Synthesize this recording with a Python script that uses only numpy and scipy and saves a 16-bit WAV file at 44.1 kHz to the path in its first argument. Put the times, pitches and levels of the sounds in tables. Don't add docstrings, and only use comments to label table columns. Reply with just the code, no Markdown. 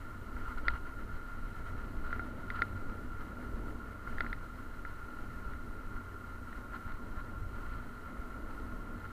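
import sys
import numpy as np
from scipy import signal
from scipy.fft import rfft, irfft, next_fast_len
from scipy.io import wavfile
from scipy.ndimage import map_coordinates

SR = 44100
rng = np.random.default_rng(int(sys.argv[2]) if len(sys.argv) > 2 else 0)


def generate_wav(sig):
    pcm = np.round(np.clip(np.atleast_2d(sig).T, -1, 1) * 32767).astype(np.int16)
    wavfile.write(sys.argv[1], SR, pcm)


def invert_db(x):
    u = np.asarray(x, float) / 20
    return 10 ** u


N = 402176

# [t/s, roughness/dB]
ROUGHNESS = [(0, 2.5), (.3, -1.5), (.72, 1), (1.05, 0), (1.6, 2.5), (2.2, 3), (2.7, 3), (3.2, -1), (3.6, 2),
             (3.95, -2.5), (4.18, 3.5), (4.6, -1), (5.4, 1.5), (6.2, -4), (7.2, -.5), (7.7, 1), (8.0, -0.5),
             (9.12, 0.5)]
# [t/s, firing rate f/Hz, level passed into the frame/dB]
ENGINE_SPEED = [(0, 31.77, -51.5), (1, 32.19, -63), (1.8, 32.3, -61), (2.6, 31.43, -50), (4, 30.84, -52),
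                (5, 30.6, -57.5), (5.7, 30.33, -59), (6.1, 29.22, -51), (6.6, 29.1, -52.5),
                (7.2, 29.25, -63), (8, 29.57, -64), (9.12, 29.86, -55)]
# [f/Hz, level per Hz/dB]
HISS_COLOUR = [(1000, 1), (6000, 1), (14500, 0), (15500, -2)]


def unit(x):
    return x / np.sqrt(np.mean(x ** 2) + 1e-20)


def curves(rows):
    s, *columns = np.transpose(rows)
    return [np.interp(np.arange(N) / SR, s, column) for column in columns]


def wobble(rate):
    knots = rng.standard_normal(int(N * rate / SR) + 4)
    return map_coordinates(knots, [np.arange(N) * rate / SR])


def filtered(x, response):
    m = next_fast_len(N + SR // 2)
    return irfft(rfft(x, m) * response(np.fft.rfftfreq(m, 1 / SR)), m)[:N]


def coloured(points):
    f, db = np.transpose(points)

    def gain(hz):
        return invert_db(np.interp(np.log(hz + 1), np.log(f + 1), db, -120, -120))

    return unit(filtered(rng.standard_normal(N), gain))


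def resonant(x, modes, dull_hz):
    def response(f):
        total = 0
        for k, (centre, width, db) in enumerate(modes):
            damping = 1j * f * width
            total = total + (-1) ** k * invert_db(db) * damping / (centre ** 2 - f ** 2 + damping)
        return total / (1 + 1j * f / dull_hz) ** 2

    return filtered(x, response)


def chatter(rate, spread_db, share):
    happens = rng.random(N) < rate / SR
    size = invert_db(spread_db * np.clip(rng.standard_normal(N), -2, 2))
    taps = happens * size * rng.choice([-1, 1], N)
    return rng.standard_normal(N) + share * unit(taps)


def road():
    # [t/s, peak level/dB, width/s]
    high_stones = [(0.359, -31, 0.009), (0.49, -32, 0.0078), (0.568, -31, 0.012), (0.677, -24.5, 0.012),
                   (0.743, -32, 0.0092), (1.141, -30, 0.01), (1.722, -32, 0.0096), (1.788, -31.5, 0.013),
                   (1.982, -27.9, 0.015), (2.052, -29, 0.025), (2.124, -31.5, 0.027), (2.498, -33.5, 0.016),
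                   (2.605, -33, 0.013), (2.82, -33, 0.031), (2.895, -34, 0.025), (3.069, -32.5, 0.028),
                   (3.119, -29, 0.011), (3.606, -32.5, 0.012), (3.673, -31, 0.011), (4.121, -33.5, 0.027),
                   (4.188, -25.5, 0.01), (5.468, -32.5, 0.014), (5.703, -32.5, 0.013), (5.956, -30.5, 0.01),
                   (7.175, -30, 0.013), (7.418, -35, 0.01), (7.653, -31, 0.021), (7.711, -29.5, 0.011),
                   (7.782, -31, 0.018), (8.195, -30, 0.0079)]
    # [t/s, peak level/dB]
    low_stones = [(.425, -35), (.855, -36), (0.965, -39), (1.364, -38), (1.448, -42), (1.84, -40),
                  (1.876, -36), (2.188, -38), (2.318, -35), (2.685, -38), (3.203, -35), (3.542, -33),
                  (4.247, -37), (4.319, -34), (4.786, -35.5), (5.038, -38), (5.224, -37), (5.86, -35),
                  (6.572, -34), (6.865, -36), (6.938, -32.5), (7.04, -36), (7.113, -33), (7.318, -39),
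                  (7.58, -34), (8.254, -34), (8.287, -35), (8.62, -34), (8.743, -33), (8.805, -36)]
    # [f/Hz, level per Hz/dB]
    sway_colour = [(3, -19), (8, -5), (14, 0.5), (24, -5.5), (30, -4), (48, -17), (70, -67)]
    # [f/Hz, level per Hz/dB]
    frame_colour = [(35, -12), (48, -4), (56, 1.5), (68, -11.5), (90, -5.5), (118, -13), (140, -17.5),
                    (180, -23.5)]
    low_width_s, frame_ring_s, frame_kick_db = 0.014, 0.022, 20.5
    t = np.arange(N) / SR
    rough_db, = curves(ROUGHNESS)
    squeeze, boom = np.zeros(N), np.ones(N)
    for s, db, width in [*high_stones, *[(s, db, low_width_s) for s, db in low_stones]]:
        near = slice(max(round((s - .1) * SR), 0), round((s + .1) * SR))
        u = (t[near] - s) / width
        steepness = np.where(u > 0, 1.3, .8)
        squeeze[near] += invert_db(db) * np.exp(-3 * (u * steepness) ** 2)
        boom[near] += invert_db(db + frame_kick_db) * np.exp(-((t[near] - s) / frame_ring_s) ** 2 * 2)

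    def undershoot(f):
        return (1j * f / 7) ** 2 / (1 + 1j * f / 9 + (1j * f / 7) ** 2)

    sway = invert_db(-46 + 1.03 * rough_db + 1.5 * wobble(4.4)) * coloured(sway_colour)
    frame = invert_db(-49 + 0.86 * rough_db + 1.45 * wobble(9.9)) * boom * coloured(frame_colour)
    return filtered(squeeze, undershoot) + sway + frame


def engine():
    # [multiple, level/dB]
    orders = [(2, -13), (3, -0.5), (4, -9.5)]
    # [f/Hz, level per Hz/dB]
    exhaust_colour = [(120, -29), (150, -15), (195, -4.5), (225, -4.5), (243, 1.5), (262, -5.5),
                      (320, -5.5), (350, -10.5), (430, -9.5), (470, -13.5), (640, -15), (800, -22),
                      (950, -21), (1250, -43)]
    # [t/s, exhaust level/dB]
    throttle = [(0, -55), (.73, -51.5), (1.15, -54), (1.7, -52.5), (1.9, -50), (2.95, -50), (3.15, -54),
                (3.6, -49), (4.0, -53.5), (4.2, -51), (4.8, -55), (5.4, -53), (6.3, -54.5), (7.3, -53),
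                (8.0, -53), (8.3, -51.5), (8.65, -52), (9.12, -51)]
    hz, frame_db = curves(ENGINE_SPEED)
    phase = 2 * np.pi * np.cumsum(hz * (1 + 0.014 * wobble(5.5))) / SR
    tones = sum(invert_db(db + 1.7 * wobble(2.9)) * np.sin(k * phase) for k, db in orders)
    roar = unit(coloured(exhaust_colour) * (1 + .12 * np.cos(phase)) * invert_db(0.73 * wobble(18)))
    pipe = invert_db(-13 + 2.5 * wobble(6.7)) * np.sin(8 * phase)
    exhaust_db = curves(throttle)[0] + 1.0 + 0.84 * wobble(7.5)
    return invert_db(frame_db) * tones + invert_db(exhaust_db) * (roar + pipe)


def air_cavity(rough_db, bump, burst):
    # [f/Hz, width/Hz, level/dB]
    air_modes = [(929, 176, -18.5), (1268, 230, -10.5), (1400, 64.3, 1)]
    ringing = resonant(chatter(250, spread_db=5.0, share=0.37), air_modes, dull_hz=1420)
    return invert_db(-51.5 + 0.14 * rough_db + 0.81 * bump) * unit(invert_db(burst) * ringing)


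def shell_walls(rough_db, bump, burst):
    # [f/Hz, width/Hz, level/dB]
    wall_modes = [(1748, 72, -0.5), (2000, 150, 0), (2186, 325, -5.5)]
    taps = chatter(200, spread_db=2.0, share=0.68 * invert_db(0.48 * bump))
    ringing = resonant(taps, wall_modes, dull_hz=1800)
    return invert_db(-64 + 0.37 * rough_db + 0.42 * bump) * unit(invert_db(1.2 * burst) * ringing)


def latch_and_foam(rough_db, bump, burst):
    # [f/Hz, width/Hz, level/dB]
    latch_modes = [(2546, 155, -1), (2857, 87, 4.5), (3153, 180, 0.5), (3840, 220, -2), (4090, 160, 3),
                   (4580, 460, -5)]
    taps = chatter(250, spread_db=6.0, share=0.5 * invert_db(0.55 * bump))
    parts = unit(invert_db(0.69 * burst) * resonant(taps, latch_modes, dull_hz=3980))
    scrape = unit(invert_db(1.7 * burst + 1.2 * wobble(16)) * coloured(HISS_COLOUR))
    parts = parts + invert_db(-6 - 0.15 * bump) * scrape
    return invert_db(-72 + 0.41 * rough_db + 0.58 * bump) * parts


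def mount_strap(bump):
    tuned_hz, loss_db_per_hz = 28.8, 1.1
    hum = resonant(rng.standard_normal(N), [(1077, 37, 0)], dull_hz=1160)
    hum = unit(invert_db(0.76 * wobble(7.8)) * hum)
    strap_db = -63 - loss_db_per_hz * abs(curves(ENGINE_SPEED)[0] - tuned_hz)
    return invert_db(strap_db + 0.83 * bump) * hum


def case():
    # [t/s, length/s, extra shaking level/dB]
    rough_stones = [(0.384, 0.019, 3.5), (0.486, 0.087, 8), (0.582, 0.012, 10), (0.668, 0.037, 8),
                    (0.707, 0.013, 15), (0.751, 0.036, 12.5), (0.866, 0.03, 5.5), (1.165, 0.049, 3.5),
                    (1.788, .03, 4), (2.064, .03, 7.5), (2.127, 0.079, 6), (2.257, 0.016, 4),
                    (2.508, 0.029, 6), (2.567, 0.038, 13), (2.614, 0.028, 6.5), (2.9, 0.0092, 9.5),
                    (3.217, 0.021, 7), (3.342, 0.016, -3), (4.087, 0.04, 5), (4.25, 0.12, 6),
                    (5.5, 0.035, 4), (5.96, 0.061, 3), (6.583, 0.034, 4.5), (6.757, 0.03, 10.5),
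                    (6.899, 0.035, 6), (7.192, 0.037, 8), (7.705, 0.13, 3.5), (8.507, 0.022, 5.5),
                    (8.70, 0.1, 1.5), (9.049, 0.017, 4.5)]
    t = np.arange(N) / SR
    rough_db, = curves(ROUGHNESS)
    bump = sum(db * np.exp(-((t - s) / length) ** 2 * 2) for s, length, db in rough_stones)
    burst = wobble(22)
    rattle = shell_walls(rough_db, bump, burst) + latch_and_foam(rough_db, bump, burst)
    return air_cavity(rough_db, bump, burst) + rattle + mount_strap(bump)


def pressed(modes, touch):
    t = np.arange(round(touch * SR)) / SR
    swell = np.sin(np.pi * (t / touch) ** 0.8) ** 2
    return swell * sum(invert_db(db) * np.sin(2 * np.pi * hz * t) for hz, db in modes)


def knocks():
    # [t/s, peak level/dB, cavity level/dB, click level/dB, wall f/Hz]
    blow_list = [(0.6813, -18, -4.5, -19, 2000), (2.106, -44.5, 6, -27, 1800),
                 (2.1275, -33.5, 4, -26, 1900), (2.194, -41, 9.5, -27, 2070),
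                 (2.5015, -29.5, -7.5, -22.5, 2000), (2.591, -46.5, 15.5, -19, 1750),
                 (2.619, -20.5, -1.5, -20.5, 2005), (4.127, -45.5, 4, -30, 2080),
                 (4.182, -29.5, -16, -29, 1840), (4.2054, -25, -1, -18.5, 2000),
                 (4.2448, -47, 11.5, -22, 2030), (4.2633, -35, 0.5, -29, 1970),
                 (4.328, -28.5, -6.5, -21.5, 1970), (4.363, -53, -7, -22, 2030),
                 (4.8497, -38, 2.5, -28, 1970), (5.5337, -44, 2, -26, 1790), (0.366, -48, 9.5, -25, 1900),
                 (6.733, -51.5, 12, -20, 1870), (5.965, -52, 12, -22, 1900), (6.528, -40, -9, -30, 1870),
                 (6.8771, -48.5, 11, -23, 1710), (6.9192, -54, 12, -8, 2100), (4.074, -48.5, 12, -25, 1900),
                 (8.599, -53, -4, -14, 1970)]
    wall, click, blows = np.zeros(N), np.zeros(N), np.zeros(N)
    variations = rng.normal(0, 1.5, (len(blow_list), 4))
    for (s, db, cavity_db, click_db, hz), vary in zip(blow_list, variations):
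        at = round(s * SR)
        thud = invert_db(db) * pressed([(.97 * hz, 0)], touch=.0046)
        click_modes = [(3000, vary[0] - 5), (3600, vary[1]), (4150, vary[2] - 7),
                       (4600, vary[2] - 7), (5200, vary[3] - 20)]
        tick = invert_db(db + click_db) * pressed(click_modes, touch=.0034)
        wall[at:at + len(thud)] += thud
        click[at:at + len(tick)] += tick
        blows[at] = invert_db(db + cavity_db)
    wall = wall + resonant(wall, [(1990, 71, -9.5), (2450, 330, 14.0)], dull_hz=8900)
    wall = wall - resonant(wall, [(2310, 320, -2.5), (2650, 180, -18)], dull_hz=30000)
    push = signal.fftconvolve(blows, pressed([(1300, 0)], touch=0.0012))[:N]
    air = resonant(push, [(303, 230, -4.0), (944, 110, -16), (1392, 43.6, 10.5)], dull_hz=2950)
    click = click + resonant(click, [(3690, 98, -4), (3980, 190, 5.5)], dull_hz=8900)
    return invert_db(0.5) * wall + invert_db(14) * air + invert_db(2.5) * click


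def scene():
    return (road() + engine() + case() + knocks())[None]


def low_pass(x):
    return signal.sosfilt(signal.butter(12, 15830, fs=SR, output="sos"), x)


def record(dry):
    hiss = invert_db(-71 + 0.48 * wobble(11)) * coloured(HISS_COLOUR)
    return low_pass(dry + hiss)


dry = scene()
out = record(dry)
generate_wav(out)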